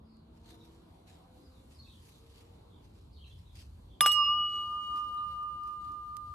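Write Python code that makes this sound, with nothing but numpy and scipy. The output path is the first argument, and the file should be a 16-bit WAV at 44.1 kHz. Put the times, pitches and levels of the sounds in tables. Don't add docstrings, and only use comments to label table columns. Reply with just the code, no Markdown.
import sys
import numpy as np
from scipy import signal
from scipy.fft import rfft, irfft
from scipy.io import wavfile
from scipy.ndimage import uniform_filter1d

SR = 44100
rng = np.random.default_rng(int(sys.argv[2]) if len(sys.argv) > 2 else 0)


def dump_mix(stems):
    frames = np.atleast_2d(stems).T
    limited = np.clip(frames, -1, 1)
    pcm = np.round(limited * 32767).astype(np.int16)
    wavfile.write(sys.argv[1], SR, pcm)


N = 279594
TIME = np.arange(N) / SR

# (time [s], click [dB], knock [dB], knock frequency [Hz], knock t60 [s],
# crack [dB], rattle [dB], rattle t60 [s])
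IMPACTS = [(4.0073, -7, -10, 3550, 0.010, -9.5, -38, .2), (4.0609, -9, -7, 1500, 0.005, -31, -25.5, .07),
           (4.1167, -32, -29, 3650, 0.014, -52, -45, .08)]
# (frequency [Hz], t60 [s], level at impact 1 [dB], at 2 [dB], at 3 [dB],
# pitch drop at full slosh [fraction], left minus right [dB])
BOWL_MODES = [(1205.5, 8.93, -23.5, -48, -55, 0.022, -1.5), (1912, 0.48, -62, -54, -59, .012, -0.5),
              (2906.7, 2.62, -35.5, -25.8, -37, .0172, 0.4), (4131, .24, -58, -46, -66, .004, 3),
              (4191, .4, -60, -50, -54, .003, 1), (4314, .48, -58, -57, -53, .002, 3),
              (4775, .1, -52, -55, -50, .003, 0), (5205, .88, -35.5, -41.5, -51, 0.014, 3),
              (5815, .075, -52, -36, -42, .006, -0.6), (6235, .26, -56, -50, -48, .022, 0),
              (6320, .21, -42, -48, -51, .024, -2.5), (7620, .08, -44, -41, -49, .012, 0),
              (7925, .19, -39, -30.5, -39, .018, -1), (8897, .14, -33, -36, -58, .001, -0.5),
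              (9229, .3, -58, -53, -60, .001, 0), (9630, .08, -25, -33, -41, .002, 0),
              (10620, .105, -19.5, -29, -31, .046, 0.5), (11230, .07, -21.5, -32, -38, .005, 2),
              (11520, .13, -29, -40, -50, .01, -1.5), (11720, .1, -40, -26, -44, .01, 2),
              (12020, .09, -38, -38, -32, .01, 0), (12750, .08, -32, -33, -50, .001, -1.5)]
# (time [s], slosh [0-1], half length [s])
SURGES = [(4.039, .56, .058), (4.238, 0.93, 0.073)]
DIRECTIVITY = {0: (-3, -3.5, 0.3, -0.3, 0), 2: (5.5, -1.5, 0.3, 1.91, 0.1), 7: (0.5, -13, 3, -0.5, 3)}
DIPS_AND_SWELLS = {0: [(4.505, 0.023, 10, -2.5), (4.7, 0.17, 3.5, 5)], 2: [(4.174, 0.066, 12, -1.5),
                   (4.361, 0.021, 1, 11.5), (4.511, 0.027, 3.5, 4.5), (4.715, 0.065, 4, 14),
                   (4.88, 0.046, -2, -4)], 7: [(4.25, .04, -6.5, -7.5), (4.345, 0.03, -1.5, 19),
                   (4.44, 0.068, -1, 18.5)], "twin": [(4.39, 0.07, 17.5, 24.5), (4.625, 0.078, 14, 26)]}
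# (frequency [Hz], t60 [s], level at impact 1 [dB], at 2 [dB], at 3 [dB])
BOTTLE_MODES = [(470, .075, -38, -43, -58), (660, .06, -42, -39, -56), (810, .06, -42, -36, -54),
                (900, .013, -27, -24, -50), (1750, .008, -18, -40, -55)]
# (time [s], half length [s], level [dB])
GRAZES = [(4.043, .015, -48), (4.104, .014, -49)]
# (frequency [Hz], relative level [dB])
CRACK_SPECTRUM = [(150, -43), (550, -3.5), (1500, 6), (2400, 5.5), (3400, 4.5), (4500, -1), (6900, -9.5),
                  (7800, 10), (8900, -3), (10400, 9), (11800, 4), (13000, -2)]
RATTLE_SPECTRUM = [(150, -27.5), (450, -15), (950, 4.5), (2000, 3), (3300, 3.5), (3900, -13), (4600, -13),
                   (6900, -27.5), (8500, -22.5), (11000, -2.5), (13000, -27)]
GRAZE_SPECTRUM = [(1500, -19), (2800, -9.5), (3500, 8), (4300, -19.5), (9000, -36), (11600, -2),
                  (13000, -14)]
# (frequency [Hz], left lead [rad])
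PORT_LEAD = [(3000, 0), (4300, 1.2), (6300, 1.2), (7900, 1.8), (8900, 2.7), (9650, 3.5), (10500, 3.3),
             (11400, 3.75), (12000, 3.9), (12800, 4.3)]
# (time [s], level [dB], rise [s], fall [s])
RUSTLES = [(.36, -76, 0.019, 0.025), (.505, -58.5, 0.044, 0.035), (.65, -66.5, 0.05, 0.057),
           (.77, -71.5, 0.036, 0.031), (1.08, -60.5, 0.0098, 0.078), (1.712, -66, 0.013, 0.061),
           (2.09, -62.5, 0.16, 0.12), (2.39, -62.5, .075, 0.077), (2.85, -66.5, 0.017, .02),
           (2.97, -69, 0.043, 0.051), (3.28, -71, .018, 0.048), (3.42, -70.5, 0.11, 0.059),
           (3.555, -61.5, 0.0017, 0.045), (3.595, -57.5, 0.031, 0.046), (4.54, -59.5, 0.084, 0.18),
           (4.85, -66.5, .05, 0.06), (4.97, -59.5, 0.026, 0.083), (5.31, -64, 0.072, .05),
           (5.678, -63, 0.031, 0.061), (5.85, -68, 0.035, 0.095)]
# (time [s], level [dB])
TICKS = [(.168, -67), (4.959, -50), (4.980, -56), (5.145, -55), (5.172, -57.5), (5.431, -56.5),
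         (5.635, -56), (5.92, -56), (6.168, -40)]
# (frequency [Hz], relative level [dB])
RUSTLE_SPECTRUM = [(500, -15), (1500, -5.5), (4000, 2), (6000, -5), (9000, -6.5), (13000, -6.5)]
TICK_SPECTRUM = [(500, -20.5), (1500, -4), (4500, -1.5), (6000, -3), (9000, -1.5), (13000, -1)]
# (time [s], length [s], start pitch [Hz], end pitch [Hz], warble [Hz],
# relative level [dB])
CHIRPS = [(0.021, 0.23, 4960, 4130, 303, -72), (0.473, 0.061, 4090, 3690, 200, -59.5),
          (0.582, 0.059, 3880, 3710, 160, -60.5), (1.423, 0.064, 5200, 4580, 200, -68),
          (1.494, 0.12, 4420, 3220, 149, -70), (1.737, 0.048, 5100, 4660, 300, -64),
          (1.785, 0.032, 4330, 4340, 40, -50), (1.811, 0.072, 4040, 3450, 250, -62),
          (1.857, 0.03, 2700, 2470, 60, -62), (1.871, 0.046, 4100, 3690, 400, -58.5),
          (1.892, 0.1, 3390, 3190, 255, -63), (2.692, 0.11, 3660, 3180, 250, -67),
          (3.118, 0.031, 4740, 4500, 298, -65), (3.141, 0.059, 4110, 4020, 348, -60),
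          (3.171, 0.04, 3190, 2930, 120, -63), (3.206, 0.027, 3220, 3230, 100, -52.5),
          (3.229, 0.032, 3360, 2460, 120, -55.5), (3.235, 0.053, 4070, 3890, 248, -59.5),
          (3.299, 0.037, 3450, 3160, 220, -56), (3.449, 0.032, 3870, 3685, 80, -65),
          (3.475, 0.06, 3620, 3450, 250, -66.5), (3.887, 0.086, 3430, 3200, 201, -64),
          (5.17, 0.019, 3930, 3830, 50.3, -58)]
# (time [s], first pitch [Hz], second pitch [Hz])
ENGINE_PITCH = [(0, 54.8, 53.5), (.6, 58.2, 54.6), (1.0, 61.8, 55.3), (1.45, 64, 57), (1.95, 68, 56.3),
                (2.08, 56.5, 56.3), (2.7, 59.3, 56), (5.2, 60.7, 56)]
# (peak time [s], half length [s], vehicle [index], order [number], level [dB])
ENGINE_ORDERS = [(.1, .45, 0, 4, -59), (.3, .35, 1, 3, -66), (.62, .3, 1, 6, -61.5), (.6, .25, 0, 8, -69),
                 (.55, .25, 0, 12, -75), (.55, .25, 0, 16, -72), (.28, .15, 1, 12, -78),
                 (1.15, .35, 1, 12, -74), (1.15, .45, 1, 3, -64), (1.2, .3, 0, 12, -70),
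                 (1.42, .25, 0, 8, -69), (1.55, .22, 0, 4, -65), (1.85, .2, 1, 4, -67),
                 (2.4, .36, 0, 8, -68), (5.25, .4, 0, 3, -67), (5.3, .3, 0, 9, -73), (5.25, .2, 0, 12, -74)]
# (frequency [Hz], relative spectral density [dB])
AIR_SPECTRUM = [(18, -50), (28, -20), (45, -5.5), (72, 4), (135, -11), (175, -11), (300, -14), (450, -19.5),
                (600, -22.5), (1000, -22.5), (1800, -40.5), (4200, -32.5), (5400, -44), (13000, -40)]
# (time [s], relative level [dB])
RUMBLE_SWELL = [(0, 5), (1.5, -3.5), (2.7, 3), (3.3, 7.5), (3.7, 6), (4.1, 4), (4.8, -2), (6.3, 1.5)]
TRAFFIC_SWELL = [(0, 5.5), (.8, 5.5), (1.3, 4.5), (1.9, -3.5), (2.7, 6), (3.4, -4.5), (4.5, 5.5),
                 (5.3, -1.5), (5.9, 0)]
HISS_SWELL = [(0.0, -90.5), (0.37, -91), (0.59, -85.5), (1.09, -84.5), (1.3, -81), (1.95, -79),
              (2.6, -84.5), (3.15, -86), (3.8, -82.5), (4.42, -83.5), (4.7, -78), (6.1, -80.5),
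              (6.3, -76.5)]
# (frequency [Hz], correlation [-1 to 1])
COHERENCE = [(60, 1), (150, 0.95), (300, 0.75), (700, -0.41), (1500, 0.41), (3500, -0.54), (6000, 0.52),
             (9500, -0.43), (13000, -0.52)]
EARS = np.array([[1], [-1]])


def bowl(chatter=.8, chatter_t60=.18):
    near = smooth_step(4.68, .2)
    surge, slosh = sloshing()
    radiation = directivity(near, slosh)
    radiation[0] = radiation[0] * twin_beat(near, surge)
    grazing = chatter * sum(decay(s, chatter_t60) for s, *_ in IMPACTS)
    shake = (drift(190) + 1j * drift(58)) / np.sqrt(2)
    onset = np.hanning(64) / np.hanning(64).sum()
    out = np.zeros((2, N))
    for k, (hz, t60, *impacts_db, sag, pan_db) in enumerate(BOWL_MODES):
        energy = sum((gain(db) * decay(s, t60)) ** 2 for (s, *_), db in zip(IMPACTS, impacts_db))
        amplitude = signal.lfilter(onset, 1, np.sqrt(energy))
        shaken = 1 + grazing * min(hz / 8000, 1) ** 2 * np.roll(shake, rng.integers(N))
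        turns = np.cumsum(hz * (1 - sag * slosh)) / SR + rng.random()
        tone = amplitude * shaken * np.exp(2j * np.pi * turns)
        to_ears = radiation.get(k, np.exp(.5j * EARS * at_hz(PORT_LEAD, hz)))
        out += (tone * to_ears * gain(EARS * pan_db / 2)).real
    return out


def sloshing(rock_hz=2.7, rock_peak_s=4.63, rock_depth=.13, rock_t60=9.6):
    surge = sum(height * bump(s, half) for s, height, half in SURGES)
    rocking = np.cos(np.pi * rock_hz * (TIME - rock_peak_s)) ** 2
    return surge, surge + rock_depth * decay(IMPACTS[0][0], rock_t60) * rocking


def twin_beat(near, surge, split_hz=4.3, surge_hz=6.2, twin_far=.88, twin_near=.6):
    beat_hz = (split_hz + surge_hz * surge) * (TIME >= IMPACTS[0][0])
    roll = smooth_step(4.52, .1)
    turns = -.33 + np.cumsum(beat_hz) / SR - .83 * roll
    ear_turns = EARS * blend(-.04, .135 + .055 * (TIME - 4.68), near)
    twin = blend(twin_far, twin_near, near) * dips_and_swells("twin")
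    return 1 + twin * np.exp(-2j * np.pi * (turns + ear_turns))


def directivity(near, slosh):
    radiation = {}
    for k, (far_db, near_db, far_lead, near_lead, slosh_lead) in DIRECTIVITY.items():
        lead = blend(far_lead, near_lead, near) + slosh_lead * slosh
        strength = gain(blend(far_db, near_db, near)) * dips_and_swells(k)
        radiation[k] = strength * np.exp(.5j * EARS * lead)
    return radiation


def dips_and_swells(mode):
    attenuation_db = sum(np.array([[left], [right]]) * bump(s, half)
                         for s, half, left, right in DIPS_AND_SWELLS[mode])
    return gain(-attenuation_db)


def impacts(click_s=.00008, rise_s=.00046, crack_rise_s=.0013, crack_t60=.013, thump_hz=160):
    knock, crack, rattle = np.zeros((3, N))
    for k, (s, click_db, knock_db, hz, t60, crack_db, rattle_db, rattle_t60) in enumerate(IMPACTS):
        age = np.maximum(TIME - s, 0)
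        contact = 1 - np.exp(-age / rise_s)
        knock += gain(click_db) * np.gradient(age * np.exp(-age / click_s)) * SR
        knock += gain(knock_db) * contact * damped_sine(s, hz, t60)
        for mode_hz, mode_t60, *impacts_db in BOTTLE_MODES:
            knock += gain(impacts_db[k]) * contact * damped_sine(s, mode_hz, mode_t60)
        crack += gain(crack_db) * (1 - np.exp(-age / crack_rise_s)) * decay(s, crack_t60)
        rattle += gain(rattle_db) * contact * decay(s, rattle_t60)
    knock = highpass(knock, hz=400, order=2)
    rough = unit_rms(gain(4 * drift(160)))
    rattle *= rough * ear_noise(RATTLE_SPECTRUM)[0]
    graze = sum(gain(db) * bump(s, half) for s, half, db in GRAZES)
    graze *= rough * ear_noise(GRAZE_SPECTRUM)[0]
    crack *= ear_noise(CRACK_SPECTRUM)[0]
    thump = gain(-45) * damped_sine(IMPACTS[0][0], thump_hz, t60=.2)
    return ports(knock + crack + rattle + graze + thump) + gain(-26) * echoes(knock, t60=.14)


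def hand(grain_db=2.4, uneven_db=1.4, colour_db=2.6, tick_t60=.017):
    swell = sum(gain(db) * np.exp(-np.maximum((s - TIME) / rise, (TIME - s) / fall))
                for s, db, rise, fall in RUSTLES)
    ticks = sum(gain(db) * decay(s, tick_t60) for s, db in TICKS)
    rubbing = ear_noise(RUSTLE_SPECTRUM, lambda t, hz: colour_db * patches(t, hz, bins=36))
    grain = unit_rms(gain(grain_db * drift(450) + uneven_db * drift(35)))
    return swell * grain * rubbing + ticks * ear_noise(TICK_SPECTRUM)


def birds(warble_hz=72, jitter=.55, rasp=.022, flutter=.45):
    song = np.zeros(N)
    wobble = 1 + rasp * drift(500)
    warble = 2 * np.pi * np.cumsum(warble_hz * (1 + jitter * drift(60))) / SR
    for s, length, start_hz, end_hz, depth_hz, db in CHIRPS:
        on = (TIME >= s) & (TIME < s + length)
        progress = (TIME[on] - s) / length
        hz = (blend(start_hz, end_hz, progress) + depth_hz * np.sin(warble[on])) * wobble[on]
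        envelope = gain(db) * np.sin(np.pi * progress) * (1 - flutter * np.cos(warble[on]))
        song[on] += envelope * np.sin(2 * np.pi * np.cumsum(hz) / SR)
    return gain(-6) * song + gain(-3) * echoes(song, t60=.33)


def motors(waver=.009, flicker_db=2.72):
    turns = [np.cumsum(hz * (1 + waver * drift(22))) / SR for hz in at_time(ENGINE_PITCH)]
    return sum(gain(db + flicker_db * drift(18)) * bump(s, half) * np.sin(2 * np.pi * k * turns[vehicle])
               for s, half, vehicle, k, db in ENGINE_ORDERS)


def air(patchy_db=1.6, flicker_db=1.3, hiss_reference_db=-83.5):
    def swells_db(t, hz):
        low = at_hz([(130, .78), (280, .0038)], hz)[:, None]
        high = at_hz([(1200, .35), (3500, .67), (6000, 1)], hz)[:, None]
        flicker = flicker_db * np.interp(t, TIME, drift(6))
        rumble = low * at_time(RUMBLE_SWELL, t)[0]
        traffic = (1 - low - high) * at_time(TRAFFIC_SWELL, t)[0]
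        hiss = high * (at_time(HISS_SWELL, t)[0] - hiss_reference_db + flicker)
        return rumble + traffic + hiss + patchy_db * (1 - low) * patches(t, hz, bins=16)
    return highpass(gain(-55) * ear_noise(AIR_SPECTRUM, swells_db), hz=38, order=4)


def echoes(x, t60, per_s=3000):
    n = SR // 2
    response = rng.standard_normal((2, n)) * (rng.random((2, n)) < per_s / SR) * decay(0, t60)[:n]
    return signal.fftconvolve(x[None], response / np.linalg.norm(response[0]), axes=1)[:, :N]


def ports(x):
    lead = at_hz(PORT_LEAD, np.fft.rfftfreq(N, 1 / SR))
    return irfft(rfft(x) * np.exp(.5j * EARS * lead), N)


def ear_noise(spectrum, field_db=lambda t, hz: 0):
    t, hz = np.arange(N // 512 + 5) * 512 / SR, np.fft.rfftfreq(2048, 1 / SR)
    a, b, c, d = rng.standard_normal((len(t), len(hz), 4)).T
    shared = at_hz(COHERENCE, hz)[:, None]
    left = a + 1j * b
    right = shared * left + np.sqrt(1 - shared ** 2) * (c + 1j * d)
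    frames = np.array([left, right]) * gain(at_hz(spectrum, hz)[:, None] + field_db(t, hz))
    return unit_rms(signal.istft(frames, nperseg=2048, noverlap=1536)[1][:, :N])


def patches(t, hz, bins):
    bands = uniform_filter1d(rng.standard_normal((len(hz), len(t))), size=bins, axis=0)
    return unit_rms(uniform_filter1d(bands, size=8, axis=1))


def drift(rate_hz):
    return unit_rms(irfft(rfft(rng.standard_normal(N)) * (np.fft.rfftfreq(N, 1 / SR) < rate_hz), N))


def damped_sine(s, hz, t60):
    return decay(s, t60) * np.sin(2 * np.pi * hz * (TIME - s))


def decay(s, t60):
    return (TIME >= s) * np.exp(-np.log(1000) * np.maximum(TIME - s, 0) / t60)


def bump(s, half):
    return np.exp(-((TIME - s) / half) ** 2)


def smooth_step(s, half):
    return .5 + .5 * np.tanh((TIME - s) / half)


def blend(start, end, share):
    return start + share * (end - start)


def at_hz(points, hz):
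    f, value = np.transpose(points)
    return np.interp(np.log(hz + 1), np.log(f + 1), value)


def at_time(rows, t=TIME):
    s, *columns = np.transpose(rows)
    return [np.interp(t, s, column) for column in columns]


def highpass(x, hz, order):
    return signal.sosfilt(signal.butter(order, hz, "highpass", fs=SR, output="sos"), x)


def gain(db):
    return 10 ** (np.asarray(db) / 20)


def unit_rms(x):
    return x / np.sqrt(np.mean(x ** 2) + 1e-20)


def scene():
    return bowl() + impacts() + hand() + air() + motors() + birds()


def record(dry, cutoff_hz=13250):
    lowpass = signal.firwin(255, cutoff_hz, window=("kaiser", 8), fs=SR)
    return signal.oaconvolve(dry, lowpass[None], "same", axes=1)


dry = scene()
out = record(dry)
dump_mix(out)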